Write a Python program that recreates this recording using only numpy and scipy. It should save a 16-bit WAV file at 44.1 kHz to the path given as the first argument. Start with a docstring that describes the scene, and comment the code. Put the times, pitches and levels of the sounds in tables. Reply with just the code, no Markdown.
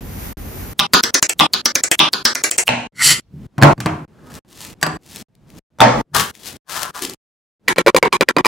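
"""A small, hard kitchen: bananas are peeled, chopped on a wooden board, scooped up, tipped into a glass bowl,
wrapped in cling film, unwrapped and dropped into a plastic jug. Blows excite decaying modes; tearing, sliding and
film are dense random clicks shaped by filters; a decaying noise response gives the reverberation. Short shots end
abruptly, most with a rising room tone, and most play faster than life, which raises the blows' resonances and the
echoes. The loudest blows clip."""
import sys
import numpy as np
from scipy import signal
from scipy.fft import rfft, irfft, next_fast_len
from scipy.io import wavfile
from scipy.ndimage import uniform_filter1d

SR = 44100
rng = np.random.default_rng(int(sys.argv[2]) if len(sys.argv) > 2 else 0)


def bounce(signal):
    """Save signal as a 16-bit WAV file at the path given by the first command-line argument."""
    frames = np.transpose(np.atleast_2d(signal))
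    limited = np.clip(frames, -1, 1)
    pcm = np.round(limited * 32767).astype(np.int16)
    wavfile.write(sys.argv[1], SR, pcm)


def gain_from_db(level_db):
    """Convert decibel levels to linear amplitude factors (20 dB per decade)."""
    decades = np.asarray(level_db, float) / 20
    return 10 ** decades


N = 373527
T = np.arange(N) / SR
LEFT_RIGHT = np.array([[1], [-1]])  # signs of a side signal in the two channels


def colour(x, points, speed=0.96):
    """Linear filtering: spectrum drawn through (frequency [Hz], level [dB]), frequencies times speed; rms 1."""
    hz, db = np.transpose(points)
    size = x.shape[-1]
    f = np.arange(size // 2 + 1) * SR / size + 1
    gain = gain_from_db(np.interp(np.log(f / speed), np.log(hz), db))
    y = irfft(rfft(x) * gain, size)
    return y / np.sqrt(np.mean(y ** 2))


def grains(rate, spread_db):
    """Shot noise: random clicks at a mean rate [1/s], many small and a few large, none huge."""
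    size_db = spread_db * np.minimum(rng.exponential(size=N), 3.5)
    return (rng.random(N) < rate / SR) * rng.uniform(-1, 1, N) * gain_from_db(size_db)


# unhurried shots: (start [s], cut [s], playback speed [x], room tone at start [dB], room tone at cut [dB])
UNHURRIED_SHOTS = [(0.008, 0.331, 1.2, -34, -34.5), (0.371, 0.735, 1.3, -35, -33.5),
                   (2.922, 3.201, 1.5, -60.5, -36.5), (3.198, 3.468, 0.7, -64.5, -36),
                   (3.47, 3.734, 1.2, -66, -21), (3.729, 4.053, 1.3, -53, -50),
                   (4.079, 4.392, 1.4, -52.5, -36.5), (4.449, 4.742, 1.4, -53, -39.5),
                   (4.749, 4.972, 1.3, -53.5, -30), (4.987, 5.228, 1.3, -57, -38.5),
                   (5.285, 5.593, 1.07, -64, -38.5), (5.703, 6.016, 1, -65.5, -20),
                   (6.023, 6.314, 1.8, -74, -40), (6.28, 6.571, 1.6, -57, -40),
                   (6.648, 6.911, 1.5, -74, -42), (6.904, 7.148, 1.5, -61, -44)]
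# room tone of each chopping shot and of each jug shot: (at start [dB], at cut [dB])
CHOP_TONE = (-53, -41.5)
JUG_TONE = (-69.5, -33)
# ends of the jug shots: (time [s])
JUG_SHOT_CUTS = [7.732, 7.818, 7.904, 7.988, 8.082, 8.17, 8.236, 8.314, 8.412, 8.47]


def shots():
    """Time compression by shots, in order; a quick one opens just before its first blow or at the last cut."""
    chop_lead_s, jug_lead_s, jug_speed = 0.087, 0.086, 1.5  # leads are the longest run-ups to a blow
    quick = [(s - chop_lead_s, cut, speed, *CHOP_TONE) for _, speed, s, cut, *_ in strokes()]
    for before, cut in zip([0] + list(JUG_SHOT_CUTS), JUG_SHOT_CUTS):
        first = min(s for s, *_ in JUG_BLOWS if s > before)
        quick.append((first - jug_lead_s, cut, jug_speed, *JUG_TONE))
    rows = sorted(list(UNHURRIED_SHOTS) + quick, key=lambda shot: shot[1])
    return [(max(start, last[1]), *rest) for last, (start, *rest) in zip([(0, 0)] + rows, rows)]


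def gestures(rows, fade_in_s=0.045):
    """Exponential growth and decay: gain of movements that swell, hold and die away, each inside its shot."""
    power = np.zeros(N)
    for s, hold, db, rise, fall in rows:
        start, cut, *_ = next(shot for shot in UNHURRIED_SHOTS if s < shot[1])
        inside = (T >= start) & (T < cut)
        t = T[inside]
        gain = gain_from_db(db + rise * np.minimum(t - s, 0) - fall * np.maximum(t - s - hold, 0))
        fade = np.minimum((t - start) / fade_in_s, 1) ** 2
        power[inside] += (gain * fade) ** 2
    return np.sqrt(power)


# room tone spectrum at natural speed: (frequency [Hz], relative level [dB])
ROOM_TONE_SPECTRUM = [(18, -52), (30, -23.5), (148, -18), (235, -24), (403, -30.5), (521, -36),
                      (624, -34.5), (691, -38), (1280, -45), (14000, -64)]


def room_tone(size, speed):
    """Stationary background noise: a common part and a weaker difference part widen the stereo image."""
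    mid, side = colour(rng.standard_normal((2, size)), ROOM_TONE_SPECTRUM, speed)
    return mid + .35 * side * LEFT_RIGHT


# reverberant bands at natural speed: (frequency [Hz], relative level [dB], t60 [s], side minus mid [dB])
REVERB_BANDS = [(62.3, -19, 0.7, -17.5), (127, 8, 0.45, -32.5), (244, 9, 0.63, -18.5),
                (361.5, -4.5, 1, -10), (724, 8.5, 0.56, -0.5), (1230, 2.5, 0.68, -2), (1820, 7, 0.51, -10),
                (2820, -3, 0.56, -1.5), (4530, 1, 0.5, -1.5), (6500, -1.5, 0.61, 3.5),
                (11000, -7, 0.12, 11)]
# standing waves at natural speed: (frequency [Hz], relative level [dB], t60 [s])
STANDING_WAVES = [(120.8, -10, 0.47), (240.6, -9, 0.77), (628.3, -10.5, 0.25), (902.5, -9, 0.52)]


def kitchen(size, speed):
    """Room impulse response: silence, a first echo, then band-wise exponential decay over standing waves."""
    echo_s, echo_db, echo_spread_s = 0.01, 8, 0.0026  # at natural speed
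    t = np.arange(size) * speed / SR
    f = np.log(np.arange(size // 2 + 1) * SR / size / speed + 1)
    centres = np.log(np.array(REVERB_BANDS)[:, 0])
    noise = rfft(rng.standard_normal((2, size)))
    tail = np.zeros((2, size))
    for k, (_, db, t60, side_db) in enumerate(REVERB_BANDS):
        share = np.interp(f, centres, np.arange(len(centres)) == k)
        tail += gain_from_db([[db], [db + side_db]]) * irfft(noise * share, size) * 1000. ** (-t / t60)
    for hz, db, t60 in STANDING_WAVES:
        tail[0] += gain_from_db(db) * np.sin(2 * np.pi * hz * t) * 1000. ** (-t / t60)
    late = np.maximum(t - echo_s, 0)
    # the nearest walls answer together, louder than the tail that follows
    tail *= gain_from_db(-19.0 + echo_db * np.exp(-late / echo_spread_s)) * np.sqrt(speed) * (late > 0)
    return tail[0] + tail[1] * LEFT_RIGHT


# dull rumble of things shifted on the board: (full [s], hold [s], level [dB], rise [dB/s], fall [dB/s])
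BOARD_RUBS = [(3.076, 0.05, -31.5, 152.5, 150.5), (3.34, 0.133, -36, 500, 99), (3.79, 0.106, -25, 900, 57),
              (6.15, 0.067, -29.5, 505, 201.5)]
# the film tugging at the bowl: same columns; its spectrum: (frequency before scaling [Hz], relative level [dB])
BOWL_TUG = [(7.026, 0.0075, -29.5, 900, 121)]
BOWL_TUG_SPECTRUM = [(120, -22), (280, 1.5), (400, 1.5), (560, -16), (1100, -42)]


def shuffle():
    """Structure-borne friction noise: low, soft rubbing carried by the board, and one tug at the bowl."""
    rub_spectrum = [(40, -24.5), (90, 1.0), (150, 9.0), (300, -4.5), (450, -15.5), (900, -47.0)]
    rub = colour(rng.standard_normal(N), rub_spectrum)
    tug = colour(rng.standard_normal(N), BOWL_TUG_SPECTRUM)
    return rub * gestures(BOARD_RUBS) + tug * gestures(BOWL_TUG)


# skin tearing off the fruit: (full [s], hold [s], level [dB], rise [dB/s], fall [dB/s])
PEEL_PULLS = [(0.25, 0.02, -35, 41, 66), (0.6, 0.02, -37, 26, 20)]
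# spectra of the tearing and of the handling rumble: (frequency before scaling [Hz], relative level [dB])
PEEL_SPECTRUM = [(350, -52), (600, -9.5), (2090, -7), (3680, -18), (6550, -13), (8620, -22.5),
                 (14900, -2.5), (16000, -25.5)]
HANDLING_SPECTRUM = [(8.8, -51), (15, -6.5), (28, 12.5), (49, 16.5), (113, 11), (177, -33), (300, -10),
                     (390, -49), (660, -120)]


def peel():
    """Fracture noise: fibres part in a fine, wide hiss while the hands rumble through the counter."""
    pull = gestures(PEEL_PULLS, fade_in_s=0.002)
    rumble = colour(rng.standard_normal(N), HANDLING_SPECTRUM) * gain_from_db(-32.5) * (pull > 0)
    wide_spectrum = [(500, 5.0), (6000, -11.0), (11000, 2.0), (15000, 0.5), (16500, -12.5)]
    wide = colour(rng.standard_normal(N), wide_spectrum) * gain_from_db(2.5)
    tear = colour(grains(12000, 0.77), PEEL_SPECTRUM)
    return (tear + wide * LEFT_RIGHT) * pull + rumble


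# steel scoop sliding over wood: (time [s], lower resonances [dB], upper resonances [dB])
SCOOP_SLIDE = [(2.93, -75, -96.5), (2.958, -53, -52.5), (3.018, -12.5, -19.5), (3.044, -27, -9),
               (3.118, -17, -9), (3.202, -54.5, -50), (3.21, -73, -53)]
# resonances of the scoop: (frequency [Hz], width of each of two equal poles [Hz], relative level [dB])
STEEL_RESONANCES = [(1460, 220, -2.5), (2020, 230, 6), (3035, 790, 1.5), (4470, 800, 5.5), (5550, 740, 3.5),
                    (7860, 1200, 3), (9900, 2800, -0.5), (11700, 990, -8.5), (3060, 54, 3),
                    (4442, 35, -0.5), (4780, 84, 4), (7350, 60, -3.5), (7100, 60, 7), (8540, 50, 7),
                    (10000, 50, -2)]


def scoop():
    """Forced resonance: dense slips over the grain excite the steel; upper ones wake as it speeds up."""
    f = np.arange(N // 2 + 1) * SR / N
    slips = rfft(grains(6000, 2.0))
    slide = np.array(SCOOP_SLIDE)
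    out = np.zeros(N)
    for column, upper in ((1, False), (2, True)):
        group = [row for row in STEEL_RESONANCES if (row[0] > 2700) == upper]
        body = sum(gain_from_db(db) / (1 + 1j * (f - hz) * 2 / width) ** 2 for hz, width, db in group)
        rub = irfft(slips * body, N)
        level_db = np.interp(T, slide[:, 0], slide[:, column], -120., -120.)
        out += rub / rub.std() * gain_from_db(level_db)
    return out


# film pulled, cut and rustled: (full [s], hold [s], level [dB], rise [dB/s], fall [dB/s])
FILM_PULLS = [(4.352, 0.003, -38.5, 234, 355), (4.64, 0.01, -34, 131, 194),
              (5.13, 0.085, -38.5, 192, 499.5), (5.505, 0.003, -54.5, 503, 299.5),
              (5.588, 0.01, -46, 350, 96), (6.148, 0.048, -19, 3000, 228.5),
              (6.346, 0.01, -50.5, 907, 60.5), (6.472, 0.02, -32, 260, 297), (6.52, 0.05, -48.5, 100, 100),
              (6.722, 0.1, -28.5, 506, 217.5), (6.955, 0.045, -34.5, 900, 500),
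              (7.022, 0.008, -21.5, 2500, 339.5), (7.096, 0.003, -39.5, 2502, 233)]
# the taut sheet humming, same columns; at other times it follows the crackle
SHEET_HUMS = [(4.3, 0.073, -49.5, 110, 201), (6.15, 0.019, -18, 2110, 257), (6.76, 0.089, -30.5, 229, 200),
              (6.955, 0.013, -34.5, 900, 300)]
# spectrum of crackle and snaps: (frequency before scaling [Hz], relative level [dB])
FILM_SPECTRUM = [(880, -15), (1500, -39.5), (1810, -11.5), (3250, -7), (4590, -6.5), (9750, -10),
                 (13100, -11.5), (16000, -13.5)]
# single snaps of the film: (time [s], peak before panning [dB])
FILM_SNAPS = [(4.3405, -27), (4.3525, -22.5), (4.6153, -20), (5.1602, -16), (5.352, -43), (5.5024, -33),
              (6.1495, -3.5), (6.1649, 2.5), (6.1843, -6), (6.1979, 1.5), (6.352, -26.5), (6.4345, -26),
              (6.4723, -31), (6.4866, -23.5), (6.7945, -13.5), (6.8314, -6), (7.0224, -8), (7.0504, -8),
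              (7.0968, -14), (7.1357, -19.5)]
# place of the film: (time [s], left minus right [dB])
FILM_PLACE = [(4.0, 2), (5.0, 1.5), (5.6, 7.5), (6.14, 12), (6.2, 10), (6.33, 8), (6.9, 10.5), (6.95, 6)]


def film():
    """Buckling noise: creases crackle in bunches, the taut sheet hums near 1 kHz, a few creases snap."""
    clumps_per_s, clump_db, sheet_share_db = 90, 2.2, -16
    pull = gestures(FILM_PULLS)
    hold = int(SR / clumps_per_s)
    steps = np.repeat(rng.standard_normal(N // hold + 1), hold)
    clumps = uniform_filter1d(steps, hold // 2)[:N]
    creases = grains(6000, 4.7) * gain_from_db(clump_db * clumps)
    crackle = pull * colour(creases, FILM_SPECTRUM)
    hum = colour(creases, [(400, -25.5), (800, -12.5), (1200, -8.0), (1800, -9.5), (2600, -46.5)])
    sheet = np.hypot(gain_from_db(sheet_share_db) * pull, gestures(SHEET_HUMS)) * hum
    snaps = np.zeros(N)
    for s, snap_db in FILM_SNAPS:
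        burst = colour(rng.standard_normal(400), FILM_SPECTRUM) * np.exp(-np.arange(400) / 60.0)
        i = int(s * SR)
        snaps[i:i + 400] += gain_from_db(snap_db) * burst / np.abs(burst).max()
    pan_db = np.interp(T, *np.transpose(FILM_PLACE))
    return crackle + sheet + snaps, gain_from_db(np.array([pan_db, -pan_db]) / 2)


def strike(near, send, s, modes, db, room_db, contact_ms, crack_db=0., click_db=20., low_hz=60.44,
           far_cutoff=12.):
    """Modal impact: a noisy crack over short modes, duller for a longer contact, at its shot's speed to the cut."""
    scatter_db = 3.5  # how much each blow favours some modes
    _, cut, speed, *_ = next(shot for shot in shots() if s < shot[1])
    t = np.arange(max(int((cut - s) * SR), 1)) * speed / SR
    hz, mode_db, t60 = np.transpose(modes)[:, :, None]
    chance = rng.standard_normal((2, len(modes), 1))
    hz = np.minimum(hz * (1 + .025 * chance[0]), .45 * SR / speed)
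    rise = np.minimum(t / (0.00044 + 0.0019 * contact_ms), 1)
    partials = gain_from_db(mode_db + scatter_db * chance[1]) * np.sin(2 * np.pi * hz * t) * 1000. ** (-t / t60)
    ring = partials.sum(0) * rise
    crack = gain_from_db(crack_db) * rng.standard_normal(16384)[:len(t)] * np.exp(-t / 0.0053) * rise
    # from afar the crack is one even click
    click = gain_from_db(click_db) * np.sqrt(1 / speed) * (t == 0)
    # one-pole low-pass whose cutoff falls with contact time
    hold = np.exp(-2 * np.pi * 1000 * speed / (2.93 * max(contact_ms, .02) * SR))
    close, far = signal.lfilter([1], [1, -hold], [ring + crack, ring + click])
    # off axis a second pole, far_cutoff times higher, dulls the top further
    far = signal.lfilter([1], [1, -hold ** far_cutoff], far)
    # a small body gives off little bass
    close, far = signal.lfilter(*signal.butter(2, low_hz * speed, "high", fs=SR), [close, far])
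    i = int(s * SR)
    near[i:i + len(t)] += gain_from_db(db) * close / np.abs(close).max()
    send[i:i + len(t)] += gain_from_db(db + room_db) * far / np.sqrt(speed * np.sum(far ** 2))


# fruit, hands and board against the glass bowl: (time [s], blow [dB], room re blow [dB], contact [ms])
BOWL_BLOWS = [(3.58, -9.5, 0.5, 1.1), (3.615, -4.5, -19, 1), (3.624, 9, 2.5, 0.63), (3.633, 8, -7.5, 0.38),
              (3.648, -5, -2, .8), (3.658, -16, -3, 0.47), (3.671, -11, 4, 0.47), (3.682, -13.5, -8.5, 1.1),
              (3.695, -14.5, -6, 2.3), (3.778, -24, -3, 1.3), (3.803, -13, -4, 0.1),
              (3.859, -2.5, -2.5, 0.51), ]
# the full bowl set down on the board, same columns
BOWL_SET_DOWN = [(5.786, -24.5, 7, 0.24), (5.804, 4.5, 4, 0.18), (5.818, 0, 3, 0.3)]
# a knuckle on the rim of the bowl, same columns
KNUCKLE_TAPS = [(4.813, -22.5, 3, 0.052), (4.828, 2.5, -7, 0.21), (4.864, -9, -4, 0.9)]
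# modes of the bowl at natural speed: (mean frequency [Hz], mean level before contact filter [dB], t60 [s])
BOWL_MODES = [(123.5, -9, 0.069), (240.5, -21.5, 0.02), (605, -12, 0.041), (880, -1.5, 0.016),
              (1330, 5, .009), (3610, -2, 0.015), (5940, -9, .03)]


def bowl(near, send):
    """Shell vibration: the glass rings at each blow, brighter and with a longer treble at the rim."""
    for s, *how in BOWL_BLOWS:
        strike(near, send, s, BOWL_MODES, *how, crack_db=-2.0, click_db=33.5, low_hz=90.0, far_cutoff=2.8)
    for s, *how in BOWL_SET_DOWN:
        strike(near, send, s, BOWL_MODES, *how, crack_db=-3.5, click_db=33.5, low_hz=165.0, far_cutoff=1.5)
    treble_ring, tilt_db_per_octave = 2.8, 2.5
    rim = [(hz, db + tilt_db_per_octave * np.log2(hz / 1000), t60 * (treble_ring if hz > 2000 else 1))
           for hz, db, t60 in BOWL_MODES]
    for s, *how in KNUCKLE_TAPS:
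        strike(near, send, s, rim, *how, crack_db=10.5, click_db=28.5, low_hz=131.0, far_cutoff=4.1)


# frozen pieces into the jug: (time [s], blow [dB], room re blow [dB], contact [ms],
# frequency that the struck spot favours at natural speed [Hz])
JUG_BLOWS = [(7.682, 7.5, -6.5, 0.086, 1330), (7.76, -17.5, 1.5, 0.32, 298), (7.783, 6, -6.5, 0.18, 920),
             (7.863, 1.5, -0.5, 0.29, 320), (7.872, 6, -4, 0.4, 320), (7.881, 3, -5, 0.17, 740),
             (7.946, 4.5, -7, .7, 334), (7.964, 8.5, -6, 0.09, 810), (8.027, 4.5, -5.5, 0.45, 610),
             (8.051, -8, 6, 0.52, 294), (8.127, 2.5, -2, 0.14, 777), (8.209, 5, -5, 0.45, 300),
             (8.223, -3.5, -4, 0.31, 310), (8.287, 4.5, -6, 0.18, 1235), (8.365, 3, -4, 0.97, 284),
             (8.384, -2.5, -2.5, .3, 270), (8.397, -23, -16, 0.31, 750), (8.448, 0, -2.5, .15, 750),
             (8.457, 2, -4, 0.089, 755), (8.465, -0.5, -5, .15, 750)]
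# modes of the jug at natural speed: (mean frequency [Hz], mean level before spot and contact [dB], t60 [s])
JUG_MODES = [(280, -21, 0.034), (352, -7.5, 0.052), (740, -2.5, 0.02), (1315, 0.5, 0.014),
             (1576, 1.5, .025), (2760, -2, 0.021), (3210, -3.5, 0.036)]


def jug(near, send):
    """Mode selection by striking point: each spot favours nearby modes.
    A very faint click comes a few milliseconds before hard landings."""
    click_lead_s, faint_db, hard_ms = 0.0037, -23, 0.21
    favour_db, favour_octaves = 11, 0.22
    faint_clicks = [(s - click_lead_s, db + faint_db, room_db, contact_ms, spot_hz)
                    for s, db, room_db, contact_ms, spot_hz in JUG_BLOWS if contact_ms < hard_ms]
    for s, *how, spot_hz in list(JUG_BLOWS) + faint_clicks:
        spot = [(hz, db + favour_db * np.exp(-(np.log2(hz / spot_hz) / favour_octaves) ** 2), t60)
                for hz, db, t60 in JUG_MODES]
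        strike(near, send, s, spot, *how, crack_db=0.5, click_db=30.0, low_hz=127.0, far_cutoff=3.2)


# knife on board, one shot a stroke, one list a run of strokes; the last is a single stroke at natural speed:
# (time [s], cut [s], blow [dB], first touch of the heel [dB], room re blow [dB])
KNIFE_STROKES = [
    [(0.7981, 0.868, 8, 10, -9.5), (0.9391, 1.01, 19.5, 11, -9.5), (1.0371, 1.108, 13, -9, -12),
     (1.1458, 1.198, 21, 8.5, -14), (1.2291, 1.271, -6.5, 24, -19), (1.2959, 1.337, 7.5, 0, -9)],
    [(1.3987, 1.468, 13.5, 1, -5), (1.5393, 1.617, 13.5, 4.5, -13.5), (1.66, 1.722, 11.5, 16, -14.5),
     (1.7569, 1.812, 15.5, 8.5, -17), (1.839, 1.887, 12.5, 7, -11.5), (1.9167, 1.956, 4.5, 18, -13.5)],
    [(1.9973, 2.091, -8, 12, -1), (2.1363, 2.23, 7, -1.5, -10.5), (2.2559, 2.335, 15, 16, -11.5),
     (2.3546, 2.423, 3, -4.5, -9.5), (2.4403, 2.499, 7.5, 7.5, -6.5), (2.513, 2.569, 11.5, -16, -14),
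     (2.5821, 2.639, 14, -6, -5.5)],
    [(2.6795, 2.873, 6.5, -11, -4)],
]
# for each list of strokes: (playback speed of its first stroke [x])
FIRST_SPEEDS = (1.3, 1.3, 1.3, 1.0)
# for each list of strokes: (contact [ms])
KNIFE_CONTACTS = (0.1, 0.12, 0.11, 0.16)


def strokes():
    """Progressive time compression: strokes with contact and speed, which grows stroke by stroke in a run."""
    speed_step, top_speed = 0.31, 3.0
    return [(contact, min(first + k * speed_step, top_speed), *row)
            for contact, first, run in zip(KNIFE_CONTACTS, FIRST_SPEEDS, KNIFE_STROKES)
            for k, row in enumerate(run)]


# modes of the board at natural speed: (mean frequency [Hz], mean level before contact filter [dB], t60 [s])
BOARD_MODES = [(213.5, -20, 0.01), (930, 3.5, 0.0051), (1120, -12.5, 0.027), (1740, -14.5, 0.024),
               (2876, 20, 0.0043), (4180, 18, 0.002), (5020, 19, 0.00089)]


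def knife(near, send):
    """Plate vibration: the heel of the knife touches the board, then the edge strikes.
    A faint hiss swells briefly before each stroke."""
    heel_lead_s, lead_hiss_db, lead_hiss_s = 0.0064, -23, .005  # times at natural speed
    flat_db_per_ms = 120.5  # a longer, flatter contact sends more plain thud to the room
    for contact, speed, s, _, db, heel_db, room_db in strokes():
        heel = s - heel_lead_s / speed
        # the hiss swells up to the heel's touch, then holds until the stroke
        ahead = (T > heel - .04) & (T < s)
        swell = np.exp(np.minimum(T[ahead] - heel, 0) * speed / lead_hiss_s)
        near[ahead] += gain_from_db(lead_hiss_db) * swell * np.diff(rng.standard_normal(4096))[:ahead.sum()]
        strike(near, send, heel, BOARD_MODES, heel_db, room_db, .1, crack_db=-6.5, click_db=14.0)
        strike(near, send, s, BOARD_MODES, db, room_db, contact, crack_db=-10.0,
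               click_db=5.5 + flat_db_per_ms * contact)


def scene():
    """Superposition of direct sound, room and room tone. Each shot stops within milliseconds; a faint murmur
    carries on briefly after it."""
    linger_db, linger_s, fade_s = -23.5, 0.0099, 0.0021
    near, send = np.zeros((2, N))
    bowl(near, send)
    jug(near, send)
    knife(near, send)
    steel, (wrap, pan) = scoop(), film()
    send = send + gain_from_db(-26) * steel + gain_from_db(-23.5) * wrap
    direct = near + steel + peel() + shuffle() + wrap * pan
    out = np.zeros((2, N))
    for start, cut, speed, from_db, to_db in shots():
        a, b = int(start * SR), min(int(cut * SR), N)
        end = min(b + 2048, N)
        t = T[a:end]
        size = next_fast_len(end - a, True) // 2 * 2 + 2
        wet = signal.fftconvolve(kitchen(size, speed), send[None, a:b], axes=1)[:, :end - a]
        tone_gain = gain_from_db(np.interp(t, [start, cut], [from_db, to_db]))
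        tone = tone_gain * room_tone(size, speed)[:, :end - a]
        linger = gain_from_db(linger_db) * np.exp(-(np.maximum(t - cut, 0) / linger_s) ** 2)
        fade = np.clip((cut - t) / fade_s, 0, 1)
        out[:, a:end] += np.maximum(fade, linger) * (wet + tone)
        out[:, a:b] += direct[:, a:b] * fade[:b - a]
    return out


def top_cut(x):
    """Nothing passes above the cut-off."""
    return signal.sosfilt(signal.butter(12, 16390, fs=SR, output="sos"), x)


def record(dry):
    """Band limitation and overload: the microphone lacks deep bass and dulls the top; peaks clip at full scale."""
    bass_cut = signal.butter(2, 30., "high", fs=SR, output="sos")
    dull_top = signal.butter(1, 14000., fs=SR, output="sos")
    heard = signal.sosfilt(np.vstack([bass_cut, dull_top]), dry)
    clipped = np.clip(heard, -1, 1)
    # a steep low-pass ends the band
    mix = signal.sosfilt(signal.ellip(8, .2, 60, 15900, fs=SR, output="sos"), clipped)
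    return top_cut(mix)


dry = scene()
out = record(dry)
bounce(out)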